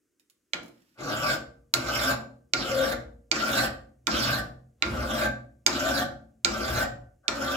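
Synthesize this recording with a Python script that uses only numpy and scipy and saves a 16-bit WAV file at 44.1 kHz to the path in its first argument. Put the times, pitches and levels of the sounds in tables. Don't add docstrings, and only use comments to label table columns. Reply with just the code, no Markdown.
import sys
import numpy as np
from scipy import signal
from scipy.fft import rfft, irfft, next_fast_len
from scipy.io import wavfile
from scipy.ndimage import uniform_filter1d, map_coordinates

SR = 44100
rng = np.random.default_rng(int(sys.argv[2]) if len(sys.argv) > 2 else 0)


def wav_out(sig):
    wavfile.write(sys.argv[1], SR, np.round(np.clip(np.atleast_2d(sig).T, -1, 1) * 32767).astype(np.int16))


N = 333396
TIME = np.arange(N) / SR


def amp(db):
    return 10 ** (np.asarray(db) / 20)


def unit(x):
    return x / np.sqrt(np.mean(x ** 2) + 1e-20)


def along(points, hz):
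    f, value = np.transpose(points)
    return np.interp(np.log(hz + 1), np.log(f + 1), value)


def fade(t, t60):
    return np.exp(-np.log(1000) * t / t60)


def swell_at(s, span):
    return np.exp(-((TIME - s) / span) ** 2)


def wobble(rate):
    knots = rng.standard_normal(int(N * rate / SR) + 4)
    return map_coordinates(knots, [TIME * rate])


def filtered(x, response, keep_power=False):
    size = next_fast_len(N + SR // 2)
    h = response(np.fft.rfftfreq(size, 1 / SR))
    if keep_power:
        h = h / np.sqrt(np.mean(abs(h) ** 2))
    return irfft(rfft(x, size) * h, size)[..., :N]


def coloured(x, spectrum):
    return filtered(x, lambda hz: amp(along(spectrum, hz)), True)


def resonate(x, modes):
    def response(f):
        total = 0
        for k, (centre, width, db) in enumerate(modes):
            band = 1j * f * width / (centre * centre - f * f + 1j * f * width)
            total = total + (-1) ** k * amp(db) * band
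        return total
    return filtered(x, response, True)


def ring(modes, t, scatter_db):
    hz, db, t60 = np.transpose(modes)[:, :, None]
    sign = rng.choice([-1, 1], hz.shape)
    size = sign * amp(db + scatter_db * rng.standard_normal(hz.shape))
    return np.sum(size * np.sin(2 * np.pi * hz * t) * fade(t, t60), axis=0)


def add(track, s, sound):
    part = track[..., round(s * SR):][..., :sound.shape[-1]]
    part += sound[..., :part.shape[-1]]


# (f/Hz, relative level/dB)
HUSH = [(25, -6.5), (60, -10.5), (150, -12), (320, 1.5), (800, -27), (1500, -17.5), (4000, -28.5),
        (6500, -19), (16000, -29.5)]


def workshop_hush(level_db=-79.0):
    shared = rng.standard_normal(N)
    return amp(level_db) * coloured(shared + .5 * rng.standard_normal((2, N)), HUSH)


# (f/Hz, t60/s before the early boost)
WORKSHOP = [(60, 0.93), (250, 0.64), (700, 0.45), (1500, 0.36), (4000, 0.31), (8000, 0.32), (15000, 0.24)]


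def room(x, gap=.006, early_db=9, early_s=0.0044):
    out = np.zeros((2, N))
    edges = [0] + [round((stroke[0] - .03) * SR) for stroke in STROKES] + [N]
    for a, b in zip(edges, edges[1:]):
        hz, t, z = signal.stft(rng.standard_normal((2, SR)), SR, nperseg=256)
        z[1] = np.where(hz[:, None] < 300, z[0], z[1])
        early = amp(early_db * np.exp(-t / early_s))
        shape = fade(t, along(WORKSHOP, hz)[:, None]) * early
        tail = signal.istft(z * shape, SR, nperseg=256)[1]
        tail = tail / np.linalg.norm(tail[0])
        add(out, a / SR + gap, signal.fftconvolve(x[None, a:b], tail, axes=1))
    return out


# (t/s, relative level/dB)
TICKS = [(.197, -46), (.299, -41), (0.632, -39.5), (.659, -43.5), (.681, -41.5)]


def ticks(tick_db=-8, t60=0.03, low_hz=1800, high_hz=7000):
    out, t = np.zeros(N), np.arange(SR // 10) / SR
    for s, db in TICKS:
        add(out, s, amp(db + tick_db) * fade(t, t60) * rng.standard_normal(len(t)))
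    return filtered(out, lambda hz: (1j * hz / (low_hz + 1j * hz)) ** 2 / (1 + 1j * hz / high_hz))


# (f/Hz, relative level/dB per Hz)
GRUMBLE = [(120, -29), (240, -2), (330, -4), (480, -17), (700, -13), (1200, -46.5), (4000, -70)]


def settling(scratch_db=-75, grain_db=4, rock_db=-49, rock_s=.64, rock_span=0.033):
    grit = unit(rng.standard_normal(N) * amp(grain_db * wobble(140)))
    grumble = amp(rock_db) * swell_at(rock_s, rock_span) * coloured(grit, GRUMBLE)
    hiss = coloured(grit, RASP) + coloured(grit, FIZZ) / 2
    return amp(scratch_db) * swell_at(0.82, 0.25) * hiss + grumble


# (f/Hz, relative level/dB before scatter, t60/s)
FREE_FILE = [(124.8, -11.5, .5), (534, -12, 0.27), (561, -5.5, 0.33), (700, -2, 0.13), (729, -4, 0.36),
             (1505, -7.5, 0.17), (1560, -8, .22), (1710, -15.5, 0.12)]


def lift_offs(free_db=-2, swell=0.0064, flutter=0.46):
    out, t = np.zeros(N), np.arange(SR) / SR
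    for _, lift, *_, db in STROKES:
        tone = ring(FREE_FILE, t, scatter_db=6) * (1 - np.exp(-t / swell))
        add(out, lift, amp(db + free_db) * tone)
    return out * unit(1 + flutter * wobble(90))


# (t/s, crack and blade level/dB, vise ring level/dB, jaw thud level/dB,
# brightness/dB per octave, hardness of the crack/dB, blade tuning factor, ring time factor); levels relative
TOUCHES = [(0.5346, -12, -44.5, -37.5, -8, -9, 1.003, 0.84), (1.739, -4, -32.5, -31.5, 5.5, 9, 0.96, 1.2),
           (2.536, -7.5, -32, -33.5, -3, -7.5, 0.99, .9),
           (3.3152, -6.5, -35.5, -33.5, -1, -8.5, 1.033, 1.03),
           (4.0701, -7.5, -30.5, -28, -1.5, 0, 1.06, 0.95), (4.8239, -7, -33.5, -34.5, -6.5, -15, 1, 0.83),
           (5.6641, -5.5, -32, -28.5, 3, -2.5, 1.03, 1.2), (6.4476, -6, -31, -29.5, 3.5, -5.5, 1.023, 1.23),
           (7.2813, -8.5, -36, -30.5, -0.5, -9.5, 1.03, 1.02)]
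# (f/Hz, relative level/dB, t60/s)
BLADE = [(1334, -8.5, 0.0033), (2250, 5, 0.012), (2800, 0.5, 0.0079), (3130, 0, 0.006), (3550, -0.5, 0.012),
         (4070, -0.5, 0.014), (4580, -1, 0.019), (5050, -1, 0.013), (5600, 1, 0.0088), (6100, -2, 0.01),
         (6916, -6, 0.027), (7630, -12, 0.023), (8180, -18, 0.023), (10800, -19, 0.022),
         (12540, -18, 0.014)]
# (f/Hz, relative level/dB before scatter, t60/s)
VISE = [(127.6, -13, 0.43), (236, -14, 0.16), (271, -7.5, 0.47), (311, -3.5, 0.38), (345, -1, 0.65),
        (595, -7.5, 0.12), (1230, -7, 0.064), (1403.4, 11.5, 0.16), (2340, -23, 0.053), (3670, -10, 0.064),
        (4750, -11, 0.24)]
# (f/Hz, relative level/dB per Hz)
JAWS = [(40, -10), (120, -13), (300, -2), (440, -10), (620, -2), (850, -8), (1400, -5), (2000, -13),
        (6000, -50.5)]
CRACK_HZ = 7800
CLAMP_S, RING_LEFT = 0.0029, 0.83


def blade_modes(bright_db, hard_db, tuning, loose):
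    modes = []
    for hz, level, t60 in BLADE:
        tilt_db = hard_db if hz > CRACK_HZ else bright_db * np.log2(hz / 4000)
        modes.append((hz * tuning, level + tilt_db, t60 * loose))
    return modes


def clacks(clack_db=1.5, thud_t60=0.26, crack=0.57, crack_t60=0.0093, swell=0.0033, rise=0.00025,
           sizzle=0.13, sizzle_t60=0.064):
    blade, dense = np.zeros((2, 2, N))
    vise, thud = np.zeros((2, N))
    t = np.arange(SR // 2) / SR
    clamp = RING_LEFT + (1 - RING_LEFT) * np.exp(-t / CLAMP_S)
    for s, db, ring_db, thud_db, bright_db, hard_db, tuning, loose in TOUCHES:
        modes = blade_modes(bright_db, hard_db, tuning, loose)
        snap = crack * amp(hard_db) * fade(t, crack_t60) * rng.standard_normal((2, len(t)))
        blow = (ring(modes, t, scatter_db=2.5) + snap) * clamp * (1 - np.exp(-t / rise))
        add(blade, s, amp(db + clack_db) * blow / abs(blow).max())
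        sizzle_fade = fade(t, crack_t60) + fade(t, sizzle_t60 * loose) / 10
        add(dense, s, amp(db) * sizzle * sizzle_fade * rng.standard_normal((2, len(t))))
        onset = 1 - np.exp(-t / swell)
        tone = ring(VISE, t, scatter_db=0.5)
        add(vise, s, amp(ring_db) * onset * tone / tone[:SR // 20].std())
        add(thud, s, amp(thud_db) * onset * fade(t, thud_t60) * rng.standard_normal(len(t)))
    return blade + coloured(dense, RASP), vise + coloured(thud, JAWS)


# (t/s, half length/s, f/Hz at t, glide/Hz per s,
# relative level/dB)
CHATTER = [(1.262, 0.019, 1168, 98.6, -27), (1.288, 0.029, 1578, 302, -28),
           (2.093, 0.024, 1562, 900, -24.5), (2.793, 0.074, 535, 39.8, -25), (3.442, 0.025, 1395, 900, -22),
           (3.626, 0.03, 1533, 401, -28), (5.24, 0.029, 1548, 1197, -29), (5.852, 0.051, 633, 1320, -29),
           (6.827, 0.021, 1533, 1210, -28)]


def chatter(chatter_db=-2, waver=0.64):
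    hums = np.zeros(N)
    for s, span, hz, glide, db in CHATTER:
        t = TIME - s
        phase = 2 * np.pi * (hz + glide * t / 2) * t + waver * wobble(80)
        hums += amp(db) * swell_at(s, span) * np.sin(phase)
    return amp(chatter_db) * hums


# (start t/s, lift-off t/s, contact at start/m from the tip, contact at lift-off/m,
# hardest push as share of the stroke, force build-up/dB, bench shudder level/dB, bite level/dB,
# rasp level/dB, chips level/dB, freed-file ring level/dB)
STROKES = [(0.973, 1.352, .04, 0.14, 0.89, 12.6, -35.5, -28.5, -34, -31, -49.5),
           (1.739, 2.126, 0.004033, .18, 0.77, 14, -35.5, -29, -31.5, -29.5, -38),
           (2.541, 2.932, .054, 0.19, 0.88, 3.8, -37, -32.5, -38, -35.5, -38.5),
           (3.317, 3.661, .034, 0.22, 0.77, 5.1, -34, -30, -32, -31, -39.5),
           (4.067, 4.394, .044, 0.21, 0.51, 10.7, -36.5, -29.5, -29.5, -30.5, -33),
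           (4.829, 5.259, .056, 0.19, 0.92, 14.7, -35, -31, -37, -36.5, -34),
           (5.664, 6.023, .038, .206, 0.89, 1.6, -34.5, -30.5, -36, -35, -30),
           (6.45, 6.835, .032, 0.22, 0.986, 4.6, -36.5, -32, -37, -36.5, -36.5),
           (7.283, 7.664, .05, 0.21, 0.61, 7.3, -37.5, -32, -39.5, -38, -53)]
EASE_DB_PER_S = 68
SHUDDER_FOLLOWS, BITE_FOLLOWS = 0.097, 0.48
BITE_TRAVEL_DB_PER_M, FIZZ_TRAVEL_DB_PER_M = 25.5, 67
MID_BLADE_M = 0.16
GRAB_DB, GRABS_PER_S = 0.93, 22
PICK_UP_S = 0.06
BITE_SLOW_DB, FIZZ_SLOW_DB = 7.5, 13.5


def motion(grip=0.029, release=0.015):
    place, speed, drive = np.zeros(N), np.zeros(N), np.zeros((4, N))
    grab_db = GRAB_DB * wobble(GRABS_PER_S)
    for start, lift, near, far, hardest, build_db, shudder_db, bite_db, rasp_db, chips_db, _ in STROKES:
        u = np.clip((TIME - start) / (lift - start), 0, 1)
        path = near + (far - near) * u
        begun = TIME >= start
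        place[begun], speed[begun] = path[begun], np.gradient(path)[begun] * SR
        contact = np.clip((TIME - start) / grip, 0, 1) * np.exp(-np.maximum(TIME - lift, 0) / release)
        lean_in_db = -build_db * np.maximum(1 - u / hardest, 0)
        ease_db = EASE_DB_PER_S * (lift - start) * np.maximum(u - hardest, 0)
        force_db = lean_in_db - ease_db
        travel, slow = path - MID_BLADE_M, swell_at(start, PICK_UP_S)
        bite_move_db = BITE_TRAVEL_DB_PER_M * travel - BITE_SLOW_DB * slow
        chips_move_db = FIZZ_TRAVEL_DB_PER_M * travel - FIZZ_SLOW_DB * slow
        drive += contact * amp([shudder_db + SHUDDER_FOLLOWS * force_db,
                                bite_db + BITE_FOLLOWS * force_db + bite_move_db,
                                rasp_db + force_db,
                                chips_db + force_db + chips_move_db])
    return place, speed, drive * amp(grab_db)


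def teeth(speed, tooth_m=.00078, unsteady=0.06035, bite=0.45, snag_db=2):
    rows = np.cumsum(speed * (1 + unsteady * wobble(150))) / tooth_m / SR
    surge = np.cos(2 * np.pi * rows) * (speed > 0)
    tearing = unit(rng.standard_normal(N) * np.exp(bite * surge) * amp(snag_db * wobble(120)))
    return tearing, surge


# (f/Hz with the contact at the tip,
# half width/octaves, relative level/dB)
SPAN_MODES = [(451, 0.13, -1.5), (1076, .12, -1.5)]


def climbing(x, place, blade_m=.7, stiffening=1.4):
    hz, t, z = signal.stft(x, SR, nperseg=1024)
    span_m = np.maximum(blade_m - np.interp(t, TIME, place), blade_m / 10)
    rise = (blade_m / span_m) ** stiffening
    gain = 0
    for tip_hz, octaves, db in SPAN_MODES:
        away = np.log2((hz[:, None] + 1) / (tip_hz * rise)) / octaves
        gain = gain + amp(db) * np.exp(-away ** 2)
    return unit(signal.istft(z * gain, SR, nperseg=1024)[1][:N])


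# (f/Hz, peak-to-node depth/dB)
NOTCHES = [(2000, 1), (3200, 11), (5500, 8), (8000, 5), (15000, 2)]
WAVE_M = 6.73


def standing_waves(x, place, patchy_db=3.0, blade_m=.7, tip_hz=2250, octaves=0.15, climb_db=7.5):
    hz, t, z = signal.stft(x, SR, nperseg=256)
    contact = np.interp(t, TIME, place)
    half_waves = 2 * contact * np.sqrt(hz)[:, None] / WAVE_M
    on_node = np.cos(np.pi * np.maximum(half_waves, .5)) ** 4
    nodes_db = along(NOTCHES, hz)[:, None] * (3 / 8 - on_node)
    span_hz = tip_hz * (blade_m / np.maximum(blade_m - contact, blade_m / 10)) ** 2
    away = np.log2((hz[:, None] + 1) / span_hz) / octaves
    span_db = climb_db * np.minimum(contact / MID_BLADE_M, 1) * np.exp(-away ** 2)
    span_db = span_db * sum(np.clip((lift - t) / 0.054, 0, 1) * (t > start) for start, lift, *_ in STROKES)
    patches = uniform_filter1d(rng.standard_normal(z.shape), size=5, axis=0)
    patches = unit(uniform_filter1d(patches, size=16, axis=1))
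    gain = amp(nodes_db + span_db + patchy_db * patches)
    return unit(signal.istft(z * gain, SR, nperseg=256)[1][:N])


# (t/s, half length/s, f/Hz, width/Hz, relative level/dB)
JUDDER = [(4.28, 0.12, 125, 4.5, -38.5), (4.93, .07, 69, 37, -33.5), (6.735, 0.033, 116.3, 21, -32),
          (6.73, 0.071, 54, 18, -38)]


def judder():
    drag = np.zeros(N)
    for s, span, hz, width, db in JUDDER:
        drag += resonate(amp(db) * swell_at(s, span) * rng.standard_normal(N), [(hz, width, 0)])
    return drag


# (f/Hz, width/Hz, relative level/dB)
BENCH = [(60.3, 10, 0.5), (81.5, 14, -8.5), (124.7, 12, -1.5), (170.5, 6.5, -9), (221.1, 14, 1),
         (243, 13, -1.5), (266.4, 14, 2), (310, 15, -3), (338.8, 25, -5)]
# (f/Hz, width/Hz, relative level/dB)
PART = [(471, 2.6, -7), (540.7, 24, 2), (591, 49, 1), (664, 89.4, -1), (731.6, 50, -2), (811.3, 59, -3),
        (843, 55, -3.5), (1171.3, 25, 3.5), (1365, 270, -9), (1402, 64, 2), (1533.5, 29, 3),
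        (1589, 43, -1.5)]
# (t/s, half length/s, relative level/dB)
GRAZES = [(0.976, 0.018, -56), (7.251, 0.016, -55.5)]
# (f/Hz, relative level/dB per Hz)
RASP = [(700, -13.5), (1000, -1.5), (1800, 0), (2300, 0.5), (3600, -5), (5400, -3), (6600, -14.5),
        (7000, -7), (7500, -6.5), (8200, -26), (9200, -41.5), (12000, -59.5)]
# (f/Hz, relative level/dB per Hz)
FIZZ = [(6000, -41.5), (8000, -1.5), (8700, -0.5), (9150, -13.5), (9900, -1), (10900, 1), (11600, -3.5),
        (12500, 3), (13300, 1), (14400, -7), (15100, 0), (16000, -13)]


def filing(bench_db=-4.0, part_db=-3.0, span_db=-8, rasp_db=-1.0, fizz_db=-8, tooth_tone=0.066, flicker_db=1.0):
    place, speed, (shudder, bite, rasp, fizz) = motion()
    tearing, surge = teeth(speed)
    bench = amp(bench_db) * resonate(shudder * tearing, BENCH) + judder()
    brush = sum(amp(db) * swell_at(s, span) for s, span, db in GRAZES)
    part = resonate((amp(part_db) * bite + brush) * (tearing + tooth_tone * surge), PART)
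    growl = amp(span_db) * bite * climbing(teeth(speed)[0], place)
    flicker = unit(amp(flicker_db * wobble(100)))
    blade = amp(rasp_db) * coloured(rasp * flicker * standing_waves(tearing, place), RASP)
    hiss = np.array([standing_waves(teeth(speed)[0], place) for _ in range(2)])
    chips = amp(fizz_db) * coloured(fizz * flicker * hiss, FIZZ)
    return bench, part + growl + chatter() + lift_offs(), blade, chips


def heard(x, lag_s, lean):
    half = np.array([[.5], [-.5]])
    return filtered(x, lambda hz: amp(half * along(lean, hz)) * np.exp(-2j * np.pi * hz * lag_s * half))


# (f/Hz, left-right level/dB)
PART_LEAN = [(400, -8), (600, 6), (950, -6.5), (1300, 11), (1700, -0.5)]
BLADE_LEAN = [(1500, 1), (3200, -7.5), (7000, -13.5), (8000, -1.5), (15000, -9)]
CLACK_LEAN = [(1400, 8), (3000, -10.5), (7000, -11), (10000, -2.5)]


def scene():
    bench, part, rasp, chips = filing()
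    clack, vise = clacks()
    small = ticks() + settling()
    direct = bench + vise + chips
    direct = direct + heard(part, -.00012, PART_LEAN)
    direct = direct + heard(rasp + small, 0.0003, BLADE_LEAN)
    direct = direct + heard(clack, 0.00032, CLACK_LEAN)
    send = amp(-1.0) * (bench + vise) + part + amp(0.5) * rasp
    send = send + amp(-9.5) * chips[0] + amp(-5) * clack[0] + amp(-1.5) * small
    return direct + room(send) + workshop_hush()


def record(dry, low_hz=44, top_hz=16000):
    trimmed = signal.sosfilt(signal.butter(4, low_hz, "high", fs=SR, output="sos"), dry)
    return filtered(trimmed, lambda hz: 1 / (1 + (hz / top_hz) ** 120))


dry = scene()
out = record(dry)
wav_out(out)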